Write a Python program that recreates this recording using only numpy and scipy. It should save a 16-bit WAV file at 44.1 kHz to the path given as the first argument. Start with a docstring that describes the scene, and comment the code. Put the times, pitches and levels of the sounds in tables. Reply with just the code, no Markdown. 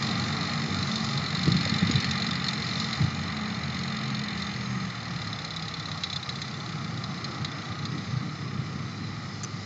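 """A hard, rattling diesel knock comes first: a sugarcane harvester works beside a tractor across a stubble field.
Each firing is a noise burst in cylinder resonances; exhausts and fan are harmonic sums locked to rotation.
Halfway the harvester slows and its fan hum sinks, while the tractor speeds up.
Blowers, cutters and leaves are coloured noise; the blower surges once, cutters and leaves rise or dip
with bundles of cane. Low damped swings thump the microphone, and a dry stalk snaps near the end."""
import sys
import numpy as np
from scipy import signal
from scipy.fft import rfft, irfft, next_fast_len
from scipy.io import wavfile
from scipy.ndimage import uniform_filter1d, map_coordinates

SR = 44100
rng = np.random.default_rng(int(sys.argv[2]) if len(sys.argv) > 2 else 0)


def store_wav(level_fs):
    """Save 16-bit WAV to argv[1]."""
    pcm = np.round(np.clip(np.atleast_2d(level_fs), -1, 1) * 32767)
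    wavfile.write(sys.argv[1], SR, pcm.T.astype(np.int16))


N = 425565
SECONDS = np.arange(N) / SR
FULL_SPEED = 46  # the harvester's working speed, firings per second


def amp(db):
    """Decibel law: 20 dB is a factor of ten in amplitude."""
    return 10 ** (np.asarray(db) / 20)


def unit(x):
    """Normalisation to an effective (rms) value of 1."""
    return x / np.sqrt(np.mean(x ** 2) + 1e-20)


def curves(rows):
    """Linear interpolation in time: one value per sample for each column after t/s."""
    s, *columns = np.transpose(rows)
    return [np.interp(SECONDS, s, column) for column in columns]


def wobble(rate):
    """Band-limited fluctuation: a smooth random curve through `rate` knots a second."""
    knots = rng.standard_normal(2048)
    return map_coordinates(knots, [SECONDS * rate], mode="wrap")


def swell(s, half_length):
    """Gaussian envelope: a smooth rise to 1 at s and fall, down to 1/e after half_length seconds."""
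    return np.exp(-((SECONDS - s) / half_length) ** 2)


def fading(start_db, db_per_s):
    """Exponential decay: the level in dB sinks evenly as the machines work their way along the row."""
    return start_db - db_per_s * SECONDS


def filtered(x, response):
    """Linear filtering: the spectrum of x times a response of frequency."""
    size = next_fast_len(N + 8192)
    f = np.fft.rfftfreq(size, 1 / SR)
    return irfft(rfft(x, size) * response(f), size)[:N]


def rush(spectrum, patchy_db):
    """Turbulence noise: rms 1, coloured by a spectrum, random gain in patches of time and frequency."""
    cells = signal.stft(rng.standard_normal(N), nperseg=1024)[2]
    across_frequency = uniform_filter1d(rng.standard_normal(cells.shape), size=6, axis=0)
    patches = unit(uniform_filter1d(across_frequency, size=10, axis=1))
    noise = signal.istft(cells * amp(patchy_db * patches), nperseg=1024)[1][:N]
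    hz, db = np.transpose(spectrum)
    return unit(filtered(noise, lambda f: amp(np.interp(np.log(f + 1), np.log(hz), db))))


def fuzzy(hz, width_hz):
    """Quadrature modulation: two random curves on cosine and sine make a narrow noise band around hz."""
    phase = 2 * np.pi * np.cumsum(hz * np.ones(N)) / SR
    return wobble(width_hz) * np.cos(phase) + wobble(width_hz) * np.sin(phase)


def hum(hz, orders, waver_db, drift):
    """Harmonic synthesis: multiples of a turning rate waver in level and phase on their way over the field."""
    turns = np.cumsum(hz) / SR
    total = 0
    for multiple, db in orders:
        level = db + waver_db * wobble(7.6)
        phase = 2 * np.pi * (multiple * turns + rng.random()) + drift * wobble(13)
        total = total + amp(level) * np.sin(phase)
    return np.sqrt(2) * total


def radiated(x, mouth_hz):
    """Radiation from a small aperture: a pipe's narrow mouth gives off little of the lowest orders."""
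    return filtered(x, lambda f: 1 - 1 / (1 + (f / mouth_hz) ** 6))


def ring(bursts, modes, scale, vary_db=1.0):
    """Resonance: each row excites modes of random strength, tuned by scale; its loudest 9 ms get rms 1."""
    f = np.fft.rfftfreq(bursts.shape[1], 1 / SR) / scale
    luck = vary_db * rng.standard_normal((512, len(modes)))[:len(bursts)]
    body = 0
    for k, (centre, width, db) in enumerate(modes):
        strength = (-1) ** k * amp(db + luck[:, k, None])
        body = body + strength * 1j * f * width / (centre ** 2 - f ** 2 + 1j * f * width)
    rung = irfft(rfft(bursts) * body)
    power = uniform_filter1d(rung ** 2, size=400, axis=1)
    return rung / np.sqrt(power.max(axis=1, keepdims=True))


def place(times, rows):
    """Superposition: the sum of the rows, each starting at its time."""
    starts = np.round(np.maximum(times, 0) * SR).astype(int)
    index = starts[:, None] + np.arange(rows.shape[1])
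    return np.bincount(index.ravel(), rows.ravel(), N)[:N]


# Spectral density of the low rumble: f/Hz, relative level/dB
RUMBLE_SPECTRUM = [(20, -59.5), (38, -45.5), (60, -31.5), (90, -6), (120, 1.5), (150, 4), (190, 0.5),
                   (250, -6.5), (330, -10.5), (420, -17), (560, -26), (900, -64)]


def rumble(harvester_db_per_hz=0.22, tractor_db_per_hz=0.2734, lumps_db=0.73):
    """Noise growing with rotation rate: a lumpy low rumble follows the speed of both engines."""
    speed, tractor_hz = curves(ENGINE_SPEED)[0], curves(TRACTOR_NOTE)[0]
    effort_db = harvester_db_per_hz * (speed - FULL_SPEED)
    effort_db = effort_db + tractor_db_per_hz * (tractor_hz - tractor_hz[0])
    level = fading(start_db=-33.5, db_per_s=0.92) + effort_db + lumps_db * wobble(9)
    return amp(level) * rush(RUMBLE_SPECTRUM, patchy_db=1.1)


# Spectral densities of blower, cutters and leaf hiss: f/Hz, relative level/dB
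BLOWER_SPECTRUM = [(250, -37), (470, -12.5), (560, -11.5), (680, -7), (800, -4), (950, -12), (1100, -4),
                   (1240, 0.5), (1380, -3.5), (1550, -12.5), (2000, -21), (4000, -67)]
CUTTER_SPECTRUM = [(1000, -20.5), (1550, -7.5), (1750, -1), (1980, 5), (2200, -1.5), (2380, 0),
                   (2600, -8.5), (3000, -6), (3300, -12.5), (4200, -8), (6000, -51)]
HISS_SPECTRUM = [(2500, -18), (3350, -3.5), (3650, 4.5), (4100, 6), (4600, 2.5), (5050, 7), (5500, 1),
                 (5850, -5.5), (6150, 1.5), (6600, -5.5), (7100, -6.5), (7450, -12.5), (7950, -29.5),
                 (8700, -36)]
# Leaf hiss between the bundles: t/s, level/dB
LEAF_LEVEL = [(0, -44.5), (3.7, -48.5), (6, -47.5), (6.8, -47.5), (7.4, -48), (8.5, -50), (9.65, -47)]
# Thick bundles of cane in the cutters: t/s at the height, half length/s, cutter change/dB, leaf change/dB
CANE_BUNDLES = [(.1, 0.36, 0, 3.5), (1.0, 0.31, -2, 4), (1.954, 0.59, 3.5, 2), (2.802, .18, 1.5, 6),
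                (4.25, 0.43, 2, -1.5), (7.497, 0.5, 2, 0)]
# The blower's one surge: t/s at the height, half length/s, rise/dB
BLOWER_SURGE = [(7.454, .5, 3)]


def machinery(throb=.15, cutter_db_per_hz=0.23):
    """Modulated noise: the blower surges once, cutters throb with firings; cutters and leaves vary with bundles."""
    speed, = curves(ENGINE_SPEED)
    firing = np.sin(2 * np.pi * np.cumsum(speed) / SR)
    blower_db = fading(start_db=-38.0, db_per_s=0.94)
    for s, half, db in BLOWER_SURGE:
        blower_db = blower_db + db * swell(s, half)
    cutter_db = fading(start_db=-38.5, db_per_s=0.65) + cutter_db_per_hz * (speed - FULL_SPEED)
    hiss_db, = curves(LEAF_LEVEL)
    for s, half, cut_db, leaf_db in CANE_BUNDLES:
        cutter_db = cutter_db + cut_db * swell(s, half)
        hiss_db = hiss_db + leaf_db * swell(s, half)
    blower = amp(blower_db + 0.23 * wobble(8)) * rush(BLOWER_SPECTRUM, patchy_db=0.56)
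    cutter = amp(cutter_db + 0.4 * wobble(12)) * rush(CUTTER_SPECTRUM, patchy_db=0.25)
    hiss = amp(hiss_db + 0.67 * wobble(12)) * rush(HISS_SPECTRUM, patchy_db=2.0)
    return blower + (1 + throb * firing) * cutter + hiss


# Whines of the cutting gear: f/Hz, width/Hz, relative level/dB
GEAR_WHINES = [(462.5, 20, -59.5), (829, 30, -60), (1218, 30, -58), (1255, 40, -63)]


def gear_whine(fade_db=0.88):
    """Narrow-band noise: faint rough tones from the cutting gear die down by fade_db each second."""
    tones = sum(amp(db) * fuzzy(hz, width) for hz, width, db in GEAR_WHINES)
    return amp(fade_db * (5.5 - SECONDS)) * tones


# Spectral density of the churning air: f/Hz, relative level/dB
CHURN_SPECTRUM = [(30, -48), (60, -18), (95, 6), (160, 0.5), (300, -8.5), (450, -18.5), (900, -62)]


def buffeting(below_db=-15, half_length=0.037, lag_s=0.011):
    """Incoherent addition of power: air churns briefly at the microphone around each thump."""
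    power = sum((amp(db) * swell(s + lag_s, half_length)) ** 2 for s, db, hz, loss_db in THUMP_BLOWS)
    return amp(below_db) * np.sqrt(power) * rush(CHURN_SPECTRUM, patchy_db=2.5)


# Low thumps on the microphone: t/s, relative level/dB, f/Hz, loss per rebound/dB
THUMP_BLOWS = [(0.181, -26, 156, 4), (1.349, -23.5, 150, 3), (1.479, -16, 300, 18), (1.485, -11, 149, 4.5),
               (1.553, -14, 160, 20), (1.665, -24, 553, 18), (1.726, -19, 174, 6), (1.832, -11.5, 173, 7),
               (1.901, -14, 230, 18), (1.956, -14, 132, 25), (3.014, -14.5, 139, 3), (7.422, -24.5, 145, 6),
               (8.139, -20.5, 139, 0.5), (8.597, -25.5, 141, 16)]
REBOUND_S = .035  # from a thump to its rebound, and on to the next


def thumps(cycles=1.0, gain_db=-1.4, edge_db=-11, edge_pitch=1.57, edge_cycles=0.7, linger=1.16, count=3):
    """Damped oscillation: each soft blow swings a few low cycles with a higher edge, then rebounds more weakly."""
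    blows = [(s + k * REBOUND_S, db - k * loss_db, hz)
             for s, db, hz, loss_db in THUMP_BLOWS for k in range(count)]
    s, db, hz = np.transpose(blows)
    t = np.arange(-1024, 2048) / SR
    slow = np.where(t > 0, linger, 1)  # the fall takes longer than the rise

    def swing(turns, life):
        """Gaussian wave packet: a cosine of random phase under a bell lasting about `life` cycles each way."""
        phase = 2 * np.pi * (turns + rng.random((len(s), 1)))
        return np.exp(-(turns / (life * slow)) ** 2) * np.cos(phase)

    turns = hz[:, None] * t
    body = swing(turns, cycles)
    edge = amp(edge_db) * swing(edge_pitch * turns, edge_cycles)
    return place(s + t[0], amp(db + gain_db)[:, None] * (body + edge))


# Cracks of a dry stalk: t/s, relative level/dB, time to fall 60 dB/s
STALK_CRACKS = [(9.434, -30, .02), (9.438, -30, .015), (9.446, -28, .012)]
# Resonances of the stalk: f/Hz, width/Hz, relative level/dB
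STALK_MODES = [(1300, 1600, -15), (4770, 200, -5), (6120, 140, 0), (7200, 170, -5.5)]


def stalk():
    """Impulsive excitation: fibres break in quick, bright cracks that ring the stalk's resonances."""
    s, db, decay = np.transpose(STALK_CRACKS)
    t = np.arange(2048) / SR
    bursts = amp(-60 * t / decay[:, None]) * rng.standard_normal((len(s), len(t)))
    return place(s, amp(db - 4)[:, None] * ring(bursts, STALK_MODES, 1))


# The tractor's exhaust: t/s, note f/Hz, level/dB
TRACTOR_NOTE = [(0, 74.1, -58), (5.75, 74.1, -53), (6.6, 93.4, -53), (7, 102.8, -49), (9.65, 104.3, -43.5)]
# Its partials: multiple of the note, relative level/dB
TRACTOR_PARTIALS = [(.5, -18), (1, 0), (2, -9), (3, -15)]


def tractor():
    """Harmonic exhaust note: a low drone climbs as the tractor speeds up."""
    hz, db = curves(TRACTOR_NOTE)
    drone = hum(hz, TRACTOR_PARTIALS, waver_db=0.5, drift=0.23)
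    return radiated(amp(db) * drone, mouth_hz=56.7)


# The turbocharger's loudness: firing rate f/Hz, level/dB
TURBO_LEVEL = [(36, -73), (41, -55), (46, -61), (48, -59)]


def turbo(width_hz=200, whistle_hz=6850, rise_per_firing=30, sag_hz_per_s=55, flutter_db=2):
    """Narrow-band noise of moving pitch: a fuzzy, fluttering whistle sags and drops with engine speed."""
    speed, = curves(ENGINE_SPEED)
    hz = whistle_hz + rise_per_firing * (speed - FULL_SPEED) - sag_hz_per_s * SECONDS
    level = np.interp(speed, *np.transpose(TURBO_LEVEL)) + flutter_db * wobble(14)
    return amp(level) * fuzzy(hz, width_hz)


# Ordinary firings: t/s, relative level/dB
CLATTER_LEVEL = [(0, -32.5), (.65, -35.5), (1.6, -31.5), (2.85, -33), (3.1, -39), (4.52, -37), (4.7, -44.5),
                 (5.6, -36.5), (6.35, -39.5), (6.85, -42.5), (7.75, -41.5), (8.6, -51.5), (9.65, -57)]
# Hardest firings: t/s, relative level/dB
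HARD_KNOCKS = [(0.825, -31.5), (.955, -29.5), (1.172, -30), (1.43, -30.5), (1.517, -27.5), (1.65, -29.5),
               (1.693, -29.5), (1.91, -28.5), (1.954, -26.5), (2.042, -28.5), (2.108, -28.5), (2.219, -29),
               (2.482, -26), (2.927, -29.5), (4.418, -33.5), (5.561, -33), (6.034, -27), (6.098, -34),
               (6.127, -31.5), (6.158, -29.5), (6.289, -31), (6.415, -33), (7.036, -35), (7.241, -33),
               (7.445, -31), (7.851, -34.5)]
# Cylinder resonances at the starting speed: f/Hz, width/Hz, relative level/dB
CYLINDER_MODES = [(2030, 306, -16), (2910, 360, -21.5), (3160, 380, -21.5), (3626, 71, -3.5),
                  (3997, 70, -2), (4300, 69, -3), (4710, 59, -12.5), (4960, 133, -12.5), (5374, 210, -17),
                  (6100, 120, -21.5), (6775, 100, -17.5), (7490, 120, -30.5), (8680, 140, -55)]


def diesel_knock(speed, scatter_db, uneven_db, usual_db, hard_db, harsh_db=1.2,
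                 rise=0.0014, decay=0.032, tail_db=-19, tail_decay=0.12, cooling=0.06):
    """Forced resonance: every firing is a short noisy burst ringing the cylinder's modes."""
    at = np.flatnonzero(np.diff(np.floor(np.cumsum(speed) / SR)))
    times, order = at / SR, np.arange(len(at))
    hard_s, hard_level = np.transpose(HARD_KNOCKS)
    hard = abs(times - hard_s[:, None]).argmin(axis=1)
    # every other firing is stronger, in step with the nearest hardest one, and some of these are harsher
    strong = (-1) ** abs(order - hard[:, None]).min(axis=0)
    harsh = harsh_db * (strong > 0) * np.minimum(rng.exponential(size=512), 2)[order]
    scatter = scatter_db * rng.standard_normal(512)[order]
    level = curves(CLATTER_LEVEL)[0][at] + usual_db + uneven_db * strong + harsh + scatter
    times[hard], level[hard] = hard_s, hard_level + hard_db
    t = np.arange(2048) / SR
    onset = 1 - np.exp(-(t / rise) ** 2)
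    # both decays are the seconds to fall 60 dB
    shape = onset * (amp(-60 * t / decay) + amp(tail_db - 60 * t / tail_decay))
    bursts = shape * rng.standard_normal((512, len(t)))[order]
    # at low speed the gas is cooler and rings a little lower
    scale = (speed[at] / speed[0]) ** cooling
    return place(times, amp(level)[:, None] * ring(bursts, CYLINDER_MODES, scale[:, None]))


# The harvester's diesel: t/s, firing rate f/Hz
ENGINE_SPEED = [(0, 45.84), (.54, 48.09), (.97, 46.28), (2.31, 45.46), (2.54, 44.38), (2.99, 46.32),
                (3.42, 44.94), (3.96, 45.05), (4.73, 41.69), (5.44, 33.46), (5.75, 34.86), (6.19, 30.85),
                (6.66, 33.55), (7.04, 29.58), (7.77, 29.34), (7.94, 32.17)]
# Its exhaust partials: multiple of the firing rate, relative level/dB
EXHAUST_PARTIALS = [(2, -41), (3, -40.5), (4, -44), (6, -53.5), (9, -62)]
# The fan's loudness: firing rate f/Hz, level/dB
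FAN_LEVEL = [(32, -46.5), (37.5, -39.5), (46, -40)]
FAN_RATIO = 4.74  # blade passages per firing


def harvester(effort_db=14):
    """Phase-locked sources: knock, exhaust and fan hum follow the crankshaft; hums fade as it slows."""
    speed, = curves(ENGINE_SPEED)
    effort = amp(effort_db * (speed / speed[0] - 1))
    puffs = effort * hum(speed, EXHAUST_PARTIALS, waver_db=4.0, drift=0.12)
    fan_level = amp(np.interp(speed, *np.transpose(FAN_LEVEL)))
    fan = fan_level * hum(FAN_RATIO * speed, [(1, 0.0053)], waver_db=2.5, drift=0.34)
    knock = diesel_knock(speed, scatter_db=1.66, uneven_db=1.57, usual_db=-1.6, hard_db=1.4)
    return radiated(puffs, mouth_hz=96) + fan + knock


def scene():
    """Linear superposition: machines, cutting gear and small sounds at the microphone add up in mono."""
    background = rumble() + machinery() + gear_whine()
    small_sounds = buffeting() + thumps() + stalk()
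    engines = tractor() + turbo() + harvester()
    return (background + small_sounds + engines)[None]


TOP_HZ = 8750  # upper band limit


def record(dry):
    """Low-pass filtering: a very steep slope leaves almost nothing above the band limit."""
    return filtered(dry[0], lambda hz: 1 / np.sqrt(1 + (hz / TOP_HZ) ** 160))[None]


dry = scene()
out = record(dry)
store_wav(out)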